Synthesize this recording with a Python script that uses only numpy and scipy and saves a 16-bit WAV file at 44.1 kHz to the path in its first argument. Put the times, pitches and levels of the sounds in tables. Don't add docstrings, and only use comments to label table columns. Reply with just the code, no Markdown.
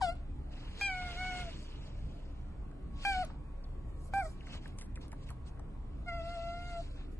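import sys
import numpy as np
from scipy import signal
from scipy.io import wavfile
from scipy.ndimage import uniform_filter1d

SR = 44100
rng = np.random.default_rng(int(sys.argv[2]) if len(sys.argv) > 2 else 0)


def persist_wave(psi):
    counts = np.round(np.clip(psi, -1, 1) * 32767).astype(np.int16)
    wavfile.write(sys.argv[1], SR, np.atleast_2d(counts).T)


def gain_from_decibels(decibels):
    exponent = np.asarray(decibels, float) / 20
    return 10 ** exponent


N = 317455


def evened(x):
    return x / np.sqrt(np.mean(x ** 2) + 1e-20)


def read(points, hz):
    f, value = np.transpose(points)
    return np.interp(np.log(hz + 1), np.log(f + 1), value)


def add(mix, s, sound):
    part = mix[:, round(s * SR):][:, :sound.shape[1]]
    part += sound[:, :part.shape[1]]


def resonate(x, hz, width):
    turn = np.exp(2j * np.pi * np.cumsum(hz * np.ones(x.shape[-1])) / SR)
    r = np.exp(-np.pi * width / SR)
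    return 2 * (turn * signal.lfilter([1 - r], [1, -r], x / turn)).real


def port_lead(hz, off_axis):
    # (frequency [Hz], phase [radians])
    lead_phase = [(1500, .05), (2400, 1.5), (3300, 3.1), (4500, 4.2), (6000, 5.2), (7200, 6.15),
                  (8300, 6.45), (9700, 8.4), (10500, 9.2), (11500, 10.6)]
    # (frequency [Hz], share [0-1])
    turning_share = [(3500, 1), (5500, .5), (7000, 0)]
    return read(lead_phase, hz) * (1 + (off_axis - 1) * read(turning_share, hz))


def noise(size, level_db, same, off_axis, patchy_db):
    hop = size // 4
    frames = N // hop + 5
    hz = np.fft.rfftfreq(size, 1 / SR)[:, None]
    t = np.arange(frames) * hop / SR
    a, b, c, d, patches = rng.standard_normal((frames, len(hz), 5)).T
    patches = uniform_filter1d(patches, size=8, axis=0)
    patches = evened(uniform_filter1d(patches, size=10, axis=1))
    left = a + 1j * b
    like = np.clip(same(hz), -1, 1)
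    lag = np.exp(-1j * port_lead(hz, off_axis(t)))
    right = lag * like * left + np.sqrt(1 - like ** 2) * (c + 1j * d)
    z = np.array([left, right]) * gain_from_decibels(level_db(hz, t) + patchy_db * patches)
    return signal.istft(z, nperseg=size, noverlap=size - hop)[1][:, :N] / np.sqrt(size)


def squeak(rows, pose):
    # (frequency [Hz], level [dB])
    snout_colour = [(2500, 3), (3200, 3), (3750, -8), (4700, 1), (5600, -3), (6400, -10), (7600, -9),
                    (9500, -12), (11500, -15)]
    tremor, rise_ms = .0026, 0.72
    shadow_hz, shadow_width_hz, shadow_db = 6110, 840, -7
    off_axis, pan_db, puff_db, upper_db, bright_db = pose
    s, *columns = np.transpose(rows)
    t = np.arange(s[0], s[-1], 1 / SR)
    hz, voice_db, mouth_db = (np.interp(t, s, c) for c in columns)

    lowest_db = [voice_db, voice_db - 2 + 0.48 * mouth_db, voice_db + mouth_db]
    wide_db = 0.86 * np.maximum(mouth_db, 0)
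    upper_db = upper_db + voice_db + 0.34 * mouth_db + wide_db
    blur = .022 + .02 * np.clip((-58 - upper_db) / 6, 0, 1)

    shake = evened(uniform_filter1d(rng.standard_normal((len(t), 17)), size=300, axis=0)).T
    phase = 2 * np.pi * np.cumsum(hz * (1 + tremor * shake[0])) / SR
    out = np.zeros((2, len(t)))
    for k in range(1, 17):
        partial_hz = k * hz
        lead = port_lead(partial_hz, off_axis) / 2
        angle = k * phase + k
        if k <= 3:
            db = lowest_db[k - 1] + 0.5 * shake[k]
            shade = gain_from_decibels([[pan_db / 2 / k], [-pan_db / 2 / k]])
        else:
            shadow = np.exp(-((partial_hz - shadow_hz) / shadow_width_hz) ** 2)
            db = upper_db + read(snout_colour, partial_hz) + bright_db * np.log2(k / 5)
            db = db + shadow_db * off_axis * shadow + 3.3 * shake[k]
            shade = gain_from_decibels([[-2.5], [2.]])
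            angle = angle + blur * k * shake[k]
        out += shade * np.sqrt(2) * gain_from_decibels(db) * np.cos(angle + np.array([lead, -lead]))

    age = t - t[0]
    puff = evened(signal.lfilter([1, -1], [1, -1.3, .5], rng.standard_normal((2, len(t)))))
    out += gain_from_decibels(puff_db - 60 * age / 0.033) * (puff + puff[::-1] / 2)
    edge = np.clip(np.minimum(age * 1000 / rise_ms, age[::-1] / 0.0012), 0, 1)
    return s[0], out * np.sin(edge * np.pi / 2) ** 2


def smack(peak_db, cavity_hz, tick_db, length_ms):
    t = np.arange(2200) / SR
    crackle = rng.standard_normal((3, len(t))) * gain_from_decibels(0.43 * rng.standard_normal(len(t)))
    crackle = crackle[0] + .35 * crackle[1:]
    crackle[1] = np.roll(crackle[1], 4)
    burst = (1 - np.exp(-t / 0.00013)) * np.exp(-t * 1000 / max(length_ms, 1))
    falling_hz = cavity_hz * (0.74 + .5 * np.exp(-t / 0.0051))
    cavity = evened(resonate(resonate(crackle, falling_hz, 650.), falling_hz, 650.))
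    tick = 0
    for hz, width in [(4500, 7700), (8000, 3200), (10000, 880)]:
        tick = tick + resonate(resonate(crackle, hz, width), hz, width)
    tick = evened(tick) * (np.exp(-t / 0.0011) + 0.26 * burst)
    return 0.3 * gain_from_decibels(peak_db) * (cavity * burst + gain_from_decibels(tick_db) * tick)


def rustle():
    # (peak time [s], peak level [dB], rise [s], fall [s], dullness toward the low mids [dB])
    swells = [(0.019, -57, .016, 0.1, -1), (.16, -82.5, 0.045, 0.1, 4), (.52, -73.5, .03, 0.98, 6),
              (0.813, -56, 0.1, 0.048, 1.5), (1.1, -61.5, 0.74, 1, 3.5), (1.38, -59, 0.2, 0.11, 2),
              (1.63, -69, 0.26, 0.051, -7), (1.83, -72, 0.1, 0.15, 1.5), (1.95, -78.5, .3, 0.92, 2),
              (3.047, -58, 0.13, 0.32, 1.5), (3.888, -81, 0.06, .06, -16), (4.058, -71.5, .2, 0.077, -34),
              (4.135, -74, 0.046, 0.39, 8.5), (4.245, -65.5, 0.065, 0.15, -21),
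              (4.54, -63, 0.19, 0.075, 3.5), (4.64, -72, 0.079, 0.13, 3), (5.014, -71, 0.015, 0.097, 0.5),
              (5.238, -72, 0.11, 0.026, -1.5), (5.27, -71.5, 0.029, 0.095, 0.5),
              (5.471, -68.5, .035, 0.046, -4.5), (6.3, -68.5, 0.46, 0.56, 2), (6.7, -67, .5, 0.38, 0),
              (6.968, -77.5, .04, 0.16, 8), (7.118, -83, 0.033, 0.09, -32)]
    # (frequency [Hz], level [dB])
    rub_colour = [(400, -0.5), (900, -3), (2000, 1), (2900, 8), (3500, 7), (4600, 5), (5800, -1),
                  (7500, -4), (9500, -8), (11400, -9), (11900, -52)]
    # (frequency [Hz], left-right likeness [-1 to 1])
    rub_likeness = [(2500, .8), (3300, .93), (4500, .5), (6300, .3), (7300, .95), (8500, .85), (10500, .45)]
    # (from time [s], off-axis factor [0-1.5])
    body_places = [(0, 1.3), (.4, .97), (.92, .8), (2.85, 1.15), (3.85, .93), (4.98, .94), (5.9, 1.1)]
    s, peak_db, rise_s, fall_s, dull_db = np.transpose(swells)[:, :, None]

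    def shape_db(hz, t):
        rising = np.maximum((s - t) / abs(rise_s), 0) ** 1.13
        falling = np.maximum((t - s) / abs(fall_s), 0) ** 2.25
        swell_db = peak_db - 32.5 * (rising + falling)
        power = gain_from_decibels(np.maximum(swell_db, -130)) ** 2
        total = power.sum(0)
        dull = (power * np.clip(dull_db, -16, 8)).sum(0) / total
        return read(rub_colour, hz) + 10 * np.log10(total) + dull * np.log2(7000 / (hz + 700))

    def direction(t):
        since, where = np.transpose(body_places)
        return where[np.searchsorted(since, t, side="right") - 1]

    return gain_from_decibels(15) * noise(256, shape_db, lambda hz: read(rub_likeness, hz), direction, patchy_db=2.0)


def room_echo(x):
    taps = np.zeros((2, SR // 2))
    at = np.arange(200, SR // 2 - 20, 20)
    at = at + rng.integers(0, 20, (2, len(at)))
    np.put_along_axis(taps, at, rng.choice([-1., 1.], at.shape), 1)
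    hz, t, z = signal.stft(taps, SR, nperseg=256)
    decay_s = read([(500, 0.2), (3000, 0.39), (10000, 0.043)], hz)[:, None]
    tail = signal.istft(z * gain_from_decibels(-60 * t / decay_s), SR, nperseg=256)[1]
    return signal.fftconvolve(x.mean(0)[None], tail / np.linalg.norm(tail[0]), axes=1)[:, :N]


def room_tone():
    # (frequency [Hz], level [dB per Hz])
    air_colour = [(12, -18.5), (40, -7), (65, -1), (95, -13), (131, -10.5), (250, -16.5), (481, -25),
                  (1120, -33), (1800, -42), (3300, -47), (6000, -61), (8500, -57.5), (11300, -58),
                  (11900, -100)]
    # (frequency [Hz], left-right likeness [-1 to 1])
    air_likeness = [(30, .97), (60, .985), (130, .9), (270, .55), (590, .25), (1250, .2), (2300, .4),
                    (3300, .75), (6300, .35), (7200, .95), (8300, .9), (10000, .3)]
    # (frequency [Hz], width [Hz], level [dB])
    hum_modes = [
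        (29, 3.7, -46),
        (55.9, 16, -50),
        (126.5, 17.3, -58.5),
        (287.5, 20.6, -65),
    ]
    # (time [s], level [dB])
    whine_levels = [(2.3, -100), (2.7, -70), (6.0, -74.5), (6.2, -100)]
    air = noise(2048, lambda hz, t: read(air_colour, hz) + 0 * t, lambda hz: read(air_likeness, hz),
                lambda t: .98, patchy_db=2.5)
    air = gain_from_decibels(-46.5) * evened(air)
    t = np.arange(N) / SR
    motor_hz, motor_width, motor_db = hum_modes[0]
    steady = np.sqrt(2) * np.sin(2 * np.pi * motor_hz * t)
    waver = evened(resonate(rng.standard_normal(N), motor_hz, motor_width))
    hum = gain_from_decibels(motor_db) * evened(steady + 0.39 * waver)
    for hz, width, db in hum_modes[1:]:
        mode = resonate(resonate(rng.standard_normal(N), hz, width), hz, width)
        hum = hum + gain_from_decibels(db) * evened(mode)
    whine = evened(resonate(rng.standard_normal(N), 1111, 4.3))
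    return air + hum + whine * gain_from_decibels(np.interp(t, *np.transpose(whine_levels)))


def thinned(x):
    # (frequency [Hz], margin [dB])
    mask_margin = [(1200, 30), (2500, 12), (4000, 9.5), (6000, 7), (9000, 6), (12000, 6)]
    mid_side = np.array([x[0] + x[1], x[0] - x[1]]) / 2
    hz, t, z = signal.stft(mid_side, SR, window="cosine", nperseg=2048, noverlap=1024)
    power = abs(z[:, :1024]) ** 2
    bands = power.reshape(2, 64, 16, -1).mean(2)
    masker = uniform_filter1d(bands.sum(0), size=5, axis=0)
    top_db = 7. * evened(uniform_filter1d(rng.standard_normal(len(t)), size=2))
    masker[26:] = np.maximum(masker[26:], masker[21:25].mean(0) * gain_from_decibels(top_db))
    mood_db = 3. * evened(uniform_filter1d(rng.standard_normal(bands.shape), size=3, axis=2))
    margin_db = read(mask_margin, hz[8:1024:16])[:, None] + mood_db
    threshold = np.repeat(masker / gain_from_decibels(2 * margin_db), 16, axis=1)
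    strong_band = np.repeat(bands, 16, axis=1) > threshold
    z[:, :1024] *= strong_band * (power > threshold * .8)
    mid, side = signal.istft(z, SR, window="cosine", nperseg=2048, noverlap=1024)[1][:, :N]
    return np.array([mid + side, mid - side])


def scene():
    # (off-axis factor [0-1.5], left-right [dB], onset puff [dB], upper partials [dB],
    # brightness [dB per octave])
    poses = [
        (1.4, 6, -60.5, -15.5, -1),
        (0.08, -0.9, -44.5, -21, -3),
        (1.1, 0.7, -49, -17.5, -2),
        (0.91, -2, -51, -30, 7),
        (0.95, 1, -68, -19, -8),
    ]
    # (time [s], pitch [Hz], voice [dB], mouth opening [dB])
    yelp = [(.006, 927, -62, -18), (0.0153, 960, -29.5, -36), (0.018, 800, -35, -24),
            (0.026, 766, -29.5, -21.5), (0.077, 677, -36.5, -22), (0.098, 683, -35, -18),
            (.114, 701, -47, -11), (.126, 721, -46, -16), (.168, 682, -70, -24)]
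    beg = [(0.811, 806, -44.5, 10), (0.865, 800, -50.5, 16.5), (.897, 765, -41.5, 2.5),
           (.935, 740, -46, 2.5), (1.016, 726, -43.5, -4), (1.106, 705, -49, -3.5),
           (1.15, 689, -51.5, -21),
           (1.18, 722, -48.5, 0.5), (1.216, 737, -44, 1.5), (1.295, 738, -46.5, 3),
                (1.321, 729.3, -43, -5), (1.422, 716, -47, -4), (1.449, 689, -53.5, -28),
                (1.485, 666, -46.5, -32), (1.503, 645, -62, -25)]
    grab = [(3.05, 797.6, -35.5, 1), (3.09, 798.5, -34, -4.5), (3.134, 765, -38, -5),
            (3.161, 740, -36.5, -10), (3.175, 738, -34.5, -29), (3.225, 733, -35, -20),
            (3.241, 628, -44, -15), (3.247, 614, -45, -32), (3.254, 714, -65, -15)]
    drop_call = [(4.136, 781.4, -33.5, -12.5), (4.181, 793.4, -31, -17), (4.203, 788.4, -35.5, -8.5),
                 (4.232, 692, -41, -14), (4.238, 630, -49.5, -30), (4.257, 650, -42.5, -13),
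                 (4.266, 621, -45.5, -19), (4.288, 620, -61, -22)]
    whimper = [(6.06, 701, -57, -9), (6.077, 707, -47.5, -4.5), (6.087, 710, -40.5, 0),
               (6.114, 677, -48, 0), (6.125, 678, -42.5, -7.5), (6.168, 686, -44, -10.5),
               (6.206, 659.4, -42, -19.5), (6.226, 666, -50, -11),
               (6.274, 680.5, -42.5, -21), (6.335, 694, -46, -10), (6.379, 672, -41.5, -30),
                    (6.418, 675, -45, -16.5), (6.485, 683.3, -41, -19), (6.676, 705, -51.5, -6),
                    (6.765, 681.3, -42.5, -19.5), (6.803, 676, -40.5, -43), (6.824, 703, -59, -44)]
    # (time [s], peak [dB], mouth cavity [Hz], tick over the cavity [dB], length [ms])
    smacks = [(0.154, -61, 816, 10, 6.5), (2.715, -41.5, 1250, -12, 2.9), (3.25, -54.5, 1200, 19, 8.8),
              (3.302, -37.5, 838, -19, 9.8), (3.344, -43, 830, -56, 3.4), (3.641, -47, 4500, -14, 7.4),
              (4.408, -42.5, 2350, -34, 8.4), (4.47, -39.5, 1790, -6, 7.9), (4.658, -32.5, 1160, -54, 5.1),
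              (4.68, -52.5, 1230, 7, 3.5), (4.7875, -59.5, 1120, 29, 19), (4.813, -45.5, 2110, 13, 13),
              (4.821, -53, 870, 14.5, 39), (4.958, -42.5, 2540, 4, 13), (4.974, -36.5, 1460, -17, 4.1),
              (5.082, -52, 830, 5.5, 9.6), (5.119, -46.5, 2040, 5, 18), (5.13, -31.5, 1010, -13, 4.6),
              (5.291, -38.5, 1930, -9, 5.7), (5.305, -37.5, 1010, -1.5, 12.4), (5.468, -53, 1190, -10, 3.2),
              (5.574, -49, 1590, -31, 8.2), (5.596, -36, 820, -10, 5.5), (7.012, -51, 1230, -36, 5)]
    otter = np.zeros((2, N))
    calls = [yelp, beg, grab, drop_call, whimper]
    for rows, pose in zip(calls, poses):
        add(otter, *squeak(rows, pose))
    for s, *row in smacks:
        add(otter, s - .001, smack(*row))
    return otter + gain_from_decibels(-18.5) * room_echo(otter) + rustle() + room_tone()


def band_limit(x):
    return signal.sosfilt(signal.butter(12, 11850, fs=SR, output="sos"), x)


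def record(dry):
    mix = thinned(dry)
    return band_limit(mix)


dry = scene()
out = record(dry)
persist_wave(out)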